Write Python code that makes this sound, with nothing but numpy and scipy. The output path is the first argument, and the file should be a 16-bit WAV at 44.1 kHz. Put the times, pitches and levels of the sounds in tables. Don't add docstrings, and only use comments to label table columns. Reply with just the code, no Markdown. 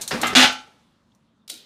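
import sys
import numpy as np
from scipy import signal
from scipy.fft import rfft, irfft
from scipy.io import wavfile
from scipy.ndimage import uniform_filter1d, minimum_filter1d

SR = 44100
rng = np.random.default_rng(int(sys.argv[2]) if len(sys.argv) > 2 else 0)


def dump_mix(stems):
    frames = np.atleast_2d(stems).T
    limited = np.clip(frames, -1, 1)
    pcm = np.round(limited * 32767).astype(np.int16)
    wavfile.write(sys.argv[1], SR, pcm)


def attenuation_scalar(level_db):
    decades = np.asarray(level_db, float) / 20
    return 10 ** decades


N = 72765
T = np.arange(N) / SR


def rms_one(x):
    return x / np.sqrt(np.mean(x ** 2) + 1e-20)


def slow(size):
    once = uniform_filter1d(rng.standard_normal(N), size=size)
    return rms_one(uniform_filter1d(once, size=size))


def split(x, hz):
    low = signal.sosfilt(signal.butter(2, hz, fs=SR, output="sos"), x)
    return low, x - low


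def coloured(spectrum, size):
    hz = np.maximum(np.arange(size // 2 + 1) * SR / size, 10)
    points_hz, points_db = np.transpose(spectrum)
    level_db = np.interp(np.log(hz), np.log(points_hz), points_db)
    low_edge = np.minimum(1, hz / spectrum[0][0]) ** 2
    white = rfft(rng.standard_normal(size))
    return rms_one(irfft(white * attenuation_scalar(level_db) * low_edge, size))


def ring(clicks, hz, t60):
    r = attenuation_scalar(-60 / (max(t60, .002) * SR))
    w = 2 * np.pi * hz / SR
    return signal.lfilter([0, np.sin(w)], [1, -2 * r * np.cos(w), r * r], clicks + 1e-18)


def impulses(s, db):
    out = np.zeros(N)
    np.add.at(out, (np.asarray(s) * SR).astype(int), attenuation_scalar(np.asarray(db)))
    return out


def single_rings(rows):
    return sum(ring(impulses([s], [db]), hz, t60) for s, db, hz, t60 in rows)


def struck(hits, modes, colour, modes_db, crack_db, crack_t60, body_db, low_t60, high_t60, low_rise_s=0.0021):
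    s, db = np.transpose(hits)
    tones = 0
    for hz, level_db, t60 in modes:
        strike_db = rng.normal(0, 2, len(s))
        beating = 1 + .45 * slow(size=400)
        tones = tones + ring(impulses(s, db + modes_db + level_db + strike_db), hz, t60) * beating

    t = T[:2 ** 15]
    rise = 1 - np.exp(-t / .0002)
    low, high = split(coloured(colour, size=len(t)), 2700)
    high, top = split(high, 6960)
    low = low * attenuation_scalar(-60 * t / low_t60) * (1 - np.exp(-t / low_rise_s))
    high = high * attenuation_scalar(-60 * t / high_t60)
    top = top * attenuation_scalar(-60 * t / (high_t60 * .75))
    body = signal.fftconvolve(impulses(s, db + body_db), (low + high + top) * rise)[:N]

    burst = attenuation_scalar(crack_db - 60 * t / crack_t60) * rise
    crack = signal.fftconvolve(impulses(s, db), burst)[:N] * coloured(colour, size=N + 1)[:N]
    return tones + crack + body


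# (pitch [Hz], level [dB per Hz])
YARD = [(25, -22), (64, -10.5), (230, -2), (400, -17), (1150, -18), (2200, -29.5), (3600, -25.5),
        (9000, -39.5), (16000, -53)]


def yard():
    draws = [coloured(YARD, size=N + 1)[:N], coloured(YARD, size=N + 1)[:N]]
    out = split(draws[1], 500)[0]
    for k, hz in enumerate(500 * 2 ** np.arange(0, 5, .5)):
        sos = signal.butter(2, [hz, hz * np.sqrt(2)], "band", fs=SR, output="sos")
        band = signal.sosfilt(sos, draws[k % 2])
        flicker_db = 1.8 * slow(size=2000)
        fade_db = 13.5 * (hz > 1500) * (T - 1.0861)
        out = out + band * attenuation_scalar(flicker_db - fade_db)
    return attenuation_scalar(-64) * out


# (time [s], level [dB])
SCRUB = [
    (0, -44),
    (0.101, -50.5),
    (0.129, -30.5),
    (0.221, -33.5),
    (.33, -33.5),
    (.45, -32.5),
    (0.561, -51),
    (.7, -60.5),
]
# (pitch [Hz], level [dB per Hz])
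SCRUB_COLOUR = [(18, -38), (30, -10.5), (215, -2), (937, -7), (1670, -10.5), (10500, -27), (12000, -34),
                (14800, -35), (16000, -62.5)]


def scrub():
    s, db = np.transpose(SCRUB)
    stop_db = -60 * np.maximum(T - s[-1], 0)
    lumps_db = 0.87 * slow(size=400)
    return attenuation_scalar(np.interp(T, s, db) + stop_db + lumps_db) * coloured(SCRUB_COLOUR, size=N + 1)[:N]


# (time [s], level [dB])
TICKS = [(.009, -38), (.0128, -17.5), (.0172, -14), (.0225, -21), (.0776, -13), (.0815, -24), (.0885, -28),
         (.109, -23.5), (.2153, -12.5), (.219, -21.5), (.2225, -22), (.2695, -16), (.276, -19.5),
         (.526, -30.5), (.535, -42.5), (1.1497, -57)]
# (pitch [Hz], level [dB], t60 [s])
TICK_MODES = [(4340, 0.5, 0.014), (5000, -4.5, 0.024), (5980, -6, .04), (6580, 1, .04), (7184, 0, 0.03),
              (7460, -7.5, 0.034), (9080, -3.5, 0.058), (11660, -2, 0.043)]
# (pitch [Hz], level [dB per Hz])
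TICK_COLOUR = [(470, -46), (800, -21.5), (2870, -13.5), (4340, -0.5), (4680, -7), (6650, -1), (11600, -9),
               (16000, -17)]


def linkage_ticks():
    return struck(TICKS, TICK_MODES, TICK_COLOUR, modes_db=-17.5, crack_db=-10.5, crack_t60=0.008,
                  body_db=-16, low_t60=0.13, high_t60=0.18)


def yard_echo(x):
    band = signal.butter(1, [500, 6000], "band", fs=SR, output="sos")
    response = signal.sosfilt(band, rng.standard_normal(N)) * attenuation_scalar(-60 * T / 0.88)
    return attenuation_scalar(-47) * signal.fftconvolve(x, response / np.sqrt(np.sum(response ** 2)))[:N]


# (time [s], level [dB])
KNOCK_A = [
    (.1092, -17),
    (.112, -15.5),
    (.1145, -17),
    (.124, -18.5),
    (.138, -20.5),
    (.204, -28.5),
    (.333, -21.5),
    (.338, -24),
]
# (pitch [Hz], level [dB], t60 [s])
KNOCK_A_MODES = [(759, -5.5, 0.29), (1195, -9.5, .25), (1253, -6.5, 0.16), (1580, -7, 0.24), (1623, 3, .15),
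                 (1800, -0.5, .06), (1960, 0, .1), (3130, -5.5, 0.2), (3305, -6.5, .16), (4470, -9, .12),
                 (4920, -4, .12), (5240, -2.5, .12), (5647, -13, .2), (6740, -16.5, 0.14)]
# (pitch [Hz], level [dB per Hz])
KNOCK_A_COLOUR = [(150, -10.5), (450, -3), (900, -8), (1700, 1), (3000, -8.5), (5000, -8), (10000, -34),
                  (16000, -38.5)]


def first_knock():
    return struck(KNOCK_A, KNOCK_A_MODES, KNOCK_A_COLOUR, modes_db=-24, crack_db=-10.0, crack_t60=0.045,
                  body_db=-15, low_t60=0.24, high_t60=0.3)


# (time [s], level [dB], pitch [Hz], t60 [s])
THUMPS = [(.113, -31.5, 560, 0.091), (.133, -19.5, 338, 0.027), (.145, -19, 247, 0.04),
          (.147, -25, 514, 0.13), (.155, -23.5, 243, 0.17), (.24, -27.5, 241.5, 0.26),
          (.33, -24.5, 410.6, 0.091), (.358, -2.5, 2838, 0.24), (.362, -4, 259.6, 0.21),
          (.3738, -5.5, 254.9, 0.27), (1.508, -53.5, 539, 0.065), (1.512, -52.5, 700, .08),
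          (1.518, -51, 292, 0.071), (1.53, -46, 321, 0.13), (1.55, -49, 248, 0.12)]


def deck_thumps():
    return single_rings(THUMPS)


# (time [s], level [dB])
KNOCK_B = [
    (.2298, -15),
    (.233, -9),
    (.242, -12.5),
    (.258, -13.5),
]
# (pitch [Hz], level [dB], t60 [s])
KNOCK_B_MODES = [(666, -10.5, 0.14), (759, -10.5, 0.45), (837, -4.5, .3), (1217, -3.5, 0.4),
                 (1307.4, -7.5, 0.66), (1623, -7, 0.16), (1841, -7.5, .15), (2068, 3, 0.35),
                 (2140, -6.5, 0.25), (2750, -11, .35), (3060, -15.5, .35), (3693, -11.5, .2),
                 (11700, -24, .2), (13200, -32, .2)]
# (pitch [Hz], level [dB per Hz])
KNOCK_B_COLOUR = [(150, -14), (500, -3), (1200, 4), (2100, -6), (3500, -5), (5000, -17.5), (10000, -36),
                  (16000, -44)]


def second_knock():
    return struck(KNOCK_B, KNOCK_B_MODES, KNOCK_B_COLOUR, modes_db=-13.5, crack_db=-9.5, crack_t60=0.045,
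                  body_db=-15.0, low_t60=0.099, high_t60=0.41)


# (time [s], level [dB], pitch [Hz], t60 [s])
CREAKS = [
    (.26, -37, 7650, .1),
    (.27, -31, 7550, .1),
    (1.119, -59.5, 3300, 0.015),
    (1.122, -58, 3600, 0.014),
    (1.1497, -53, 6090, .006),
]


def settling_creaks():
    return single_rings(CREAKS)


# (time [s], level [dB])
CLUNK = [
    (.3515, 8.5),
    (.357, 9.5),
    (.366, 11.5),
    (.381, 2.5),
    (.40, 4.5),
    (.412, 0),
    (.425, -4),
    (.445, -8),
]
# (pitch [Hz], level [dB], t60 [s])
CLUNK_MODES = [(539, -16, .3), (688, -10, .3), (761, -15, .22), (787.6, -14.5, 0.45), (852.6, -7.5, 0.4),
               (1211, -10, 0.35), (1357, -12.5, 0.39), (1442, -9, 0.19), (1510, -4, .3), (1539, -9, .2),
               (1716, 0, 0.22), (1878, -9, 0.22), (2022, -10, 0.24), (2294, -14, .36),
               (2477, -16.5, 0.21), (2724, -12, 0.27), (2857, -8, 0.16), (3064, -5.5, .29),
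                (3310, -2, .18), (3470, -1, 0.18), (3707, -7, 0.17), (3710, -12, 0.2), (4068, -11, .25),
                (4400, -14, .18), (4600, -11.5, 0.16), (5050, -14, .2), (6430, -23.5, .4),
                (6993, -15.5, .14),
               (6750, -7, .06), (9520, -35, .38), (9723, -22, .22), (11150, -27, .2), (13200, -24, .17)]
# (pitch [Hz], level [dB per Hz])
CLUNK_COLOUR = [(260, -13.5), (430, -21), (650, -11), (1100, -12.5), (3000, -6), (7000, -16.5),
                (10000, -24.5), (15500, -39.5)]


def tiller_clunk():
    modes = CLUNK_MODES
    return struck(CLUNK, modes, CLUNK_COLOUR, modes_db=-19.5, crack_db=-14.5, crack_t60=0.087,
                  body_db=-16, low_t60=0.28, high_t60=0.29, low_rise_s=.012)


def chirp():
    start_s, length_s = 1.375, .09
    x = np.clip((T - start_s) / length_s, 0, 1)
    wobble = rms_one(uniform_filter1d(rng.standard_normal(N), size=150))
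    hz = 3700 - 300 * x ** 2
    return attenuation_scalar(-76) * np.sin(np.pi * x) * wobble * np.sin(2 * np.pi * np.cumsum(hz) / SR)


# (time [s], level [dB])
RATCHET = [(1.478, -30), (1.4805, -29), (1.4915, -29), (1.4945, -30), (1.4982, -20), (1.5002, -17),
           (1.503, -23), (1.5098, -27), (1.515, -29), (1.519, -32), (1.526, -31), (1.5325, -35),
           (1.5402, -28), (1.551, -35), (1.559, -37), (1.576, -36)]
# (pitch [Hz], level [dB], t60 [s])
RATCHET_MODES = [(1400, -15.5, 0.14), (2130, -21.5, 0.22), (2304, -16, 0.27), (3254, -13.5, 0.27),
                 (3600, -6, 0.032), (3850, -9, 0.45), (3890, -6, 0.18), (3926, -4.5, 0.18),
                 (4060, -18, 0.1), (4468, -18, 0.19), (5432, -9, 0.1), (6500, -13, 0.11), (9000, 7, 0.023),
                 (9470, 0.5, 0.03)]
# (pitch [Hz], level [dB per Hz])
RATCHET_COLOUR = [(250, -9), (600, -7.5), (1000, -18.5), (2400, -7.5), (3900, 8), (5500, 0.5), (9200, -1),
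                  (15500, -10.5)]


def strap_ratchet():
    return struck(RATCHET, RATCHET_MODES, RATCHET_COLOUR, modes_db=-23.5, crack_db=-7.5, crack_t60=0.014,
                  body_db=-24, low_t60=0.98, high_t60=0.44)


def scene():
    hits = linkage_ticks() + first_knock() + deck_thumps() + second_knock()
    hits = hits + settling_creaks() + tiller_clunk() + strap_ratchet()
    hits = signal.sosfilt(signal.butter(2, 125, "high", fs=SR, output="sos"), hits)
    return (yard() + scrub() + hits + yard_echo(hits) + chirp())[None]


def low_pass(x):
    return signal.sosfilt(signal.butter(12, 16330, fs=SR, output="sos"), x)


def record(dry):
    limit_db, release_db_per_s = -.2, 250
    ahead_s, smooth_s = .009, .004
    over_db = np.maximum(20 * np.log10(np.abs(dry[0]) + 1e-9) - limit_db, 0)
    recovery_db = release_db_per_s * T
    held = np.maximum.accumulate(over_db + recovery_db) - recovery_db
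    half = int(ahead_s * SR / 2)
    ahead = -minimum_filter1d(-held, 2 * half + 1, origin=-half)
    limited = dry * attenuation_scalar(-uniform_filter1d(ahead, int(smooth_s * SR) + 1))
    mix = signal.sosfilt(signal.cheby2(12, 60, 16300, fs=SR, output="sos"), limited)
    return low_pass(mix)


dry = scene()
out = record(dry)
dump_mix(out)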